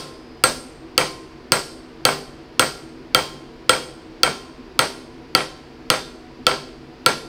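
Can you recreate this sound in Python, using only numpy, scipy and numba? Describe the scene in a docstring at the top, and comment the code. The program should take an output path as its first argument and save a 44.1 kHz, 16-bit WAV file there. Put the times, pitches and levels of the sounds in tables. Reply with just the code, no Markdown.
"""The clang of a blow just struck dies away, then a brass hammer goes on driving a bearing collar
onto the hub of a steel gear, far and near rim in turn. Each blow is a sum of dying sines, for crack,
housing, gear and collar, with bursts of noise; scattered echoes stand for the workshop, which hums low.
A close camera microphone overloads on the crack and its limiter holds down the clang."""
import sys
import numpy as np
from scipy import signal
from scipy.io import wavfile
from scipy.ndimage import uniform_filter1d
from numba import njit

SR = 44100
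rng = np.random.default_rng(int(sys.argv[2]) if len(sys.argv) > 2 else 0)


def volts(x):
    """Linear amplitude factor 10**(x/20) for a level x in dB, scalar or array-like."""
    e = np.asarray(x, float) / 20
    return 10 ** e


def materialize(psi):
    """Save the field psi as 16-bit PCM at rate SR to the path in sys.argv[1].

    A 1-D psi becomes a single channel; in a 2-D psi each row is a channel.
    """
    bounded = np.clip(np.atleast_2d(psi).T, -1, 1)
    quanta = np.round(bounded * 32767).astype(np.int16)
    wavfile.write(sys.argv[1], SR, quanta)


N = 321042  # samples
LEAD = SR // 2  # samples of run-up, for the blow that falls before the start

# Loose parts knocking. Each row: frequency in Hz, level in dB, t60 in s.
LOOSE_PARTS = [(640, -4.5, 0.016), (950, -2, 0.011), (1450, 1.5, 0.0078), (2265, -2, 0.013)]


def evened(x):
    """Scales to rms 1."""
    return x / np.sqrt(np.mean(x ** 2) + 1e-20)


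def read(points, hz):
    """Reads a table on a log-frequency axis."""
    f, value = np.transpose(points)
    return np.interp(np.log(hz + 1), np.log(f + 1), value)


def add(mix, s, sound):
    """Lays a sound into a mix that begins LEAD samples early."""
    part = mix[LEAD + round(s * SR):][:len(sound)]
    part += sound[:len(part)]


def ring(modes, rise_s, scatter_db, rim=0., size=SR // 2 + SR // 4):
    """Dying sines that swell up first; level, phase and pitch differ a little each time."""
    hz, db, t60, *far_db = np.transpose(modes)[:, :, None]
    t = np.arange(size) / SR
    level_luck, phase, pitch_luck = rng.standard_normal((3, len(modes), 1))
    level_db = db + rim * sum(far_db) + scatter_db * level_luck - 60 * t / t60
    swell = (1 - np.exp(-t / rise_s)) ** 2
    hz = hz * (1 + .0008 * pitch_luck)  # each mode is detuned a hair at random
    return (volts(level_db) * swell * np.sin(2 * np.pi * hz * t + phase)).sum(0)


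def fading(x, t60_table, colour=((1, 0), (2, 0))):
    """Colours x and lets each band die at its own speed."""
    hz, t, z = signal.stft(x, SR, nperseg=256, noverlap=192)
    level_db = read(colour, hz)[:, None] - 60 * t / read(t60_table, hz)[:, None]
    return signal.istft(z * volts(level_db), SR, nperseg=256, noverlap=192)[1][:len(x)]


def hammering():
    """All blows; a rebound lands on the rim of the blow before it and knocks the loose parts."""
    # Blows, the first just before the start. Each row: start in seconds, strength in dB,
    # place on the rim (below 0 near, above 0 far), high ping of the gear in dB, its middle ring in dB.
    blows = [(-.105, -1.5, -0.85, 1, -5), (0.4384, -1.5, 0.85, 2.5, -4.5), (0.9785, -1.5, -0.7, 3.8, 2),
             (1.52, -1, 0.62, 1, -0.5), (2.0521, -0.5, -0.37, 7.5, -2), (2.595, -1.5, 0.63, 3, -0.5),
             (3.1472, -1.5, -0.42, 4, 4.5), (3.694, -1, 0.51, 6, 6), (4.2329, -1.5, -0.5, 11.5, 1),
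             (4.7915, -1, 0.56, -2.5, 2), (5.35, -3, -1, -5.4, 1), (5.9015, -2, 0.65, -11, -3.5),
             (6.4672, -2.5, -1, -13.5, -0.5), (7.0619, -1.5, 0.82, -8, -4)]
    # Rebounds of the hammer or the loose collar. Each row: start in seconds, strength in dB.
    bounces = [(1.011, -13.5), (2.081, -30), (2.0891, -9), (2.626, -11.5), (3.19, -15), (3.7344, -12.5),
               (4.265, -17), (4.2763, -15), (4.82, -16), (5.406, -16.5), (5.94, -14.5), (6.513, -14.5),
               (7.103, -20.5), (7.122, -33)]
    mix = np.zeros((N + LEAD, 2))  # columns: heard close by, sent into the shop
    add(mix, blows[0][0], whine()[:, None])
    for s, db, *place in blows:
        add(mix, s, volts(db) * blow(s, *place))
    for s, db in bounces:
        place = [row[2:] for row in blows if row[0] < s][-1]
        knock = volts(5.0) * ring(LOOSE_PARTS, 0.00043, 2.5)
        # a weaker rebound has a softer shock, and its crack is dull above 3200 Hz
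        soft = blow(s, *place, sharp_db=0.5 * db, top_hz=3200)
        add(mix, s, volts(db) * (soft + knock[:, None]))
    return mix.T


def blow(s, rim, ping_db, middle_db, sharp_db=0., top_hz=None):
    """One contact shocks all the parts; it is heard close by and sent into the shop."""
    at_once = -LEAD / SR  # add() puts this on the first sample
    shock = crack(rim, sharp_db, top_hz) + volts(0.5 * sharp_db) * thud(rim)
    clang = gear(rim, ping_db, middle_db)
    free_ring, fit_ring = collar(s)
    clang += free_ring
    add(clang, at_once, volts(-12) * clatter())
    add(clang, at_once, volts(-13.0) * rattle())
    # the shock is a near field and carries less far
    sound = clang[:, None] + shock[:, None] * volts([0, -8])
    if not top_hz:  # a soft contact does not spit
        # nearby surfaces smear what goes into the shop
        spits = np.transpose([spit(0.0084), volts(-3.5) * spit(0.062)])
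        add(sound, at_once, volts(-7) * spits)
    treble = signal.sosfilt(signal.butter(2, 6000, "high", fs=SR, output="sos"), sound, axis=0)
    # more treble at the far rim, less as the collar seats
    bright_db = 6.5 + 2 * rim - 0.89 * s + 0.34 * sharp_db
    return sound + (volts(bright_db) - 1) * treble + fit_ring[:, None]


def crack(rim, sharp_db, top_hz):
    """First shock of steel on brass: very short sines, dulled above top_hz if that is given."""
    # Each row: frequency in Hz, level in dB, t60 in s, dB gained at the far rim.
    modes = [(2286, -8.5, 0.022, -0.5), (2790, 3, 0.0081, 0.5), (3335, 3, 0.0099, -3.5),
             (4540, 4, 0.0084, -7), (4790, 8.5, 0.0031, 0.5), (5150, 1, 0.0057, 2), (8355, -9.5, 0.014, 2)]
    sound = volts(sharp_db) * ring(modes, 0.00013, 1.5, rim)
    if top_hz:
        sound = signal.sosfilt(signal.butter(2, top_hz, fs=SR, output="sos"), sound)
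    return sound


def spit(t60):
    """The contact itself: a short burst of coloured noise."""
    # Noise of the contact. Each row: frequency in Hz, level in dB per Hz.
    colour = [(1500, -15), (4000, -3), (7000, -5.5), (9300, -5.5), (10600, -11.5), (13000, -15.5),
              (15600, -20.5), (16100, -45)]
    noise = fading(rng.standard_normal(2048), ((1, 0.91), (2, 1.0)), colour)
    return evened(noise) * volts(-60 * np.arange(len(noise)) / SR / t60)


def thud(rim):
    """The heavy housing answers a moment later: low sines that swell over some 3 ms."""
    # Each row: frequency in Hz, level in dB, t60 in s, dB gained at the far rim.
    modes = [(123, -19, 0.085, 2), (332, -3, 0.027, 0), (1007, -2, 0.018, 8), (1335, 4.5, 0.025, 1.5),
             (1982, -13.5, 0.047, 4)]
    return ring(modes, 0.003, 1.5, rim)


def gear(rim, ping_db, middle_db):
    """Modes of gear and housing, with the high ping and the middle ring set blow by blow."""
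    # Frequency of each mode in Hz.
    mode_hz = [150, 396, 512, 635, 769, 945, 1050, 1345, 1380, 1528, 1628, 1922, 2290, 2616, 3153, 3215,
               3624, 4095, 4764, 6170, 6357, 7897, 8222, 8292, 8559, 8730, 8856, 9253, 2225, 2420, 3275,
               4510, 4565, 5180, 4660, 8928]
    # The same modes. Each row: level in dB, t60 in s, dB gained at the far rim.
    mode_rings = [(-32, 0.48, -0.5), (-28, 0.62, -1.5), (-11, 0.13, -0.5), (-23.5, 0.15, -2.5),
                  (-24, 0.17, -3.5), (-29.5, 0.22, 2), (-38, 0.86, -6.5), (-16.5, 0.13, -6),
                  (-11, 0.097, 7), (-32, 0.32, 0.5), (-25, 0.22, 6), (-19.5, 0.18, 0.5), (-31.5, 0.1, 6.5),
                  (-21.5, 0.12, -3.5), (-16, 0.1, -3.5), (-25.5, 0.23, -2), (-29.5, 0.28, 5),
                  (-20, 0.14, 4.5), (-30, 0.23, -2), (-37, 0.27, 5), (-30.5, 0.22, 0), (-38.5, 0.2, 3.5),
                  (-34, .17, 7), (-28.5, .13, 12), (-35, .33, -3), (-37, .14, 1.5), (-34.5, 0.13, 0),
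                  (-36.5, 0.27, -2), (-26, 0.066, -7.5), (-26, .1, 3), (-26, .12, 4.5), (-23.5, .14, 6),
                  (-33.5, 0.35, -3), (-34, .25, 2.5), (-33.5, .3, 0), (-36, .13, -2.5)]
    # Bands of the modes that make the high ping and the middle ring: lower edge, upper edge in Hz.
    ping_hz = (8150, 8400)
    middle_hz = (3100, 3300)
    modes = np.column_stack([mode_hz, mode_rings])
    for (lo, hi), db in ((ping_hz, ping_db), (middle_hz, middle_db)):
        modes[:, 1] += db * (modes[:, 0] > lo) * (modes[:, 0] < hi)
    return ring(modes, 0.00083, 1.5, rim)


def collar(s):
    """The collar's free ring, and the ring of the tightening fit, which climbs as it goes home."""
    # Free collar. Each row: frequency in Hz, level in dB, t60 in s.
    modes = [(11660, -50, .15), (11800, -50, .15), (13900, -52, .15), (14271, -50, .22), (14560, -45, .25),
             (14640, -43, .3), (14700, -42, .35), (14770, -44, .25), (14860, -46, .2)]
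    # The collar goes home. Each row: time in seconds, its free ring in dB, ring of the fit in dB.
    seating = [(0, -5, -22), (.9, -7, -22), (2.1, 0, -18), (3.2, -1, -14), (3.7, -8, -13), (4.8, -9, -2),
               (5.4, -7, 0), (5.9, -11, -2), (6.5, -4, -6), (7.1, -5, 1)]
    # Pitch of the fit. Each row: time in seconds, frequency in Hz.
    fit_hz = [(3.1, 10600), (7.06, 11110)]
    # Ring of the fit: level in dB, t60 in s.
    fit = (-33.5, 0.3)
    when, *rings_db = np.transpose(seating)
    free_db, fit_db = (np.interp(s, when, db) for db in rings_db)
    fit_mode = [(np.interp(s, *np.transpose(fit_hz)), *fit)]
    return volts(free_db) * ring(modes, 0.00043, 1.5), volts(fit_db) * ring(fit_mode, .0005, 0)


def clatter(rise_s=0.016):
    """Modes too crowded to tell apart merge into a dying noise."""
    # Crowded modes of the housing. Each row: frequency in Hz, level in dB per Hz.
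    colour = [(35, -33), (60, -13), (415, 5), (1390, 2.5), (2870, -7), (3220, -4.5), (3450, -12.5),
              (4680, -6.5), (7110, -20.5), (8370, -5.5), (10400, -21.5), (15600, -26), (15900, -46)]
    # Their decay. Each row: frequency in Hz, t60 in s.
    decay = [(150, 0.35), (600, 0.22), (2000, 0.21), (5000, 0.41), (9000, 0.14), (15000, 0.15)]
    noise = fading(rng.standard_normal(SR // 2), decay, colour)
    t = np.arange(len(noise)) / SR
    start_rms = np.sqrt(np.mean(noise[:SR // 50] ** 2))
    return noise / start_rms * (1 - np.exp(-t / rise_s))


def rattle(count=14, from_s=.014, to_s=.05):
    """The shaken parts knock against each other a dozen times or so before they settle."""
    out = np.zeros(LEAD + SR // 4)
    for when, weakness in rng.random((count, 2)):
        knock = ring(LOOSE_PARTS, 0.000346, 2.3, size=SR // 20)
        add(out, from_s + when * (to_s - from_s), volts(-15 * weakness - 3.6 * when) * knock)
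    return out[LEAD:]


def whine():
    """A thin whine swells after the first blow, sinks, and stops after 0.75 s."""
    # Each row: frequency in Hz, level in dB, t60 in s.
    modes = [(4985, -47, 2.5)]
    return ring(modes, 0.12, 0)


def shop(x, count=3):
    """Reflections of random sign from 8 ms on; three random echo patterns fade into one another."""
    # Decay of the workshop. Each row: frequency in Hz, t60 in s.
    decay = [(150, 1), (500, 0.86), (1500, 0.53), (4500, 0.68), (9000, 0.56), (15000, 0.42)]
    at = np.arange(350, SR - 20, 20)  # samples
    turn = np.arange(len(x)) / SR * 1.9  # radians; keeps the reverberation changing
    out = np.zeros(len(x))
    for k in range(count):
        taps = np.zeros(SR)
        taps[at + rng.integers(0, 20, len(at))] = rng.choice([-1., 1.], len(at))
        tail = fading(taps, decay)
        share = np.sqrt(2 / count) * np.cos(turn + np.pi * k / count)
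        out += signal.fftconvolve(x * share, tail / np.linalg.norm(tail))[:len(x)]
    return out


def air():
    """Broad workshop noise and a wavering machine hum, as random spectra in slowly drifting patches."""
    # Workshop air, its colour. Each row: frequency in Hz, level in dB per Hz.
    colour = [(15, -13.5), (30, -1.5), (60, -2.5), (100, -14.5), (200, -10), (350, -8), (520, -12.5),
              (1000, -16), (2500, -21), (3700, -26.5), (4800, -23.5), (6500, -38), (9000, -44.5),
              (15500, -53)]
    # Distant machine. Each row: frequency in Hz, nominal width in Hz, level in dB.
    hum = [(81, 4, -62), (139.5, 13, -53.5), (243, 4, -51.5), (253.5, 6, -50), (327, 4, -46.5),
           (352, 4, -55.5), (382, 5, -53), (453.3, 3.2, -54), (480.8, 4, -59.5), (624, 4, -66.5),
           (736.3, 6, -59), (980, 6, -65.5), (980, 3, -65.5)]
    hz = np.fft.rfftfreq(4096, 1 / SR)
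    a, b, patches = rng.standard_normal((N // 1024 + 5, len(hz), 3)).T
    patches = uniform_filter1d(uniform_filter1d(patches, size=12, axis=0), size=4, axis=1)
    patches = volts(0.46 * evened(patches))  # 0.46 dB rms of drift
    broad = volts(read(colour, hz))
    broad *= volts(-45.5) / np.linalg.norm(broad)
    power = broad ** 2
    for f, width, db in hum:
        line = 1 / (1 + (2 * (hz - f) / width) ** 2) ** 2
        power += volts(2 * db) * line / line.sum()
    spectra = (a + 1j * b) * patches * np.sqrt(power)[:, None]
    noise = signal.istft(spectra, nperseg=4096, noverlap=3072)[1][:N]
    return evened(noise) * np.sqrt(power.sum())


def scene():
    """Close hammering, its echo in the shop, and the background."""
    near, far = hammering()
    struck = near + volts(-16.5) * shop(far)
    return (struck[LEAD:] + air())[None]


@njit
def follow(wanted_db, fall, recover):
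    """Chases the wanted gain cut, with one speed for cutting and another for letting go."""
    out, held = np.empty_like(wanted_db), 0.
    for i in range(len(wanted_db)):
        held += (wanted_db[i] - held) * (fall if wanted_db[i] > held else recover)
        out[i] = held
    return out


def low_pass(x):
    """Removes everything above the highest recorded frequency."""
    return signal.sosfilt(signal.butter(12, 16390, fs=SR, output="sos"), x)


def record(dry):
    """The microphone's limiter needs some milliseconds to act, so the crack clips."""
    power = signal.lfilter([1 / 90], [1, 1 / 90 - 1], dry[0] ** 2)  # smoothed over 90 samples
    over_db = np.maximum(10 * np.log10(power + 1e-12) + 24.0, 0)  # above -24 dB
    # cuts with a time constant of 16 ms, lets go with 3.3 ms
    cut_db = follow(0.22 * over_db, 1 / (0.016 * SR), 1 / (0.0033 * SR))
    return low_pass(np.clip(dry / volts(cut_db), -1, 1))


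dry = scene()
out = record(dry)
materialize(out)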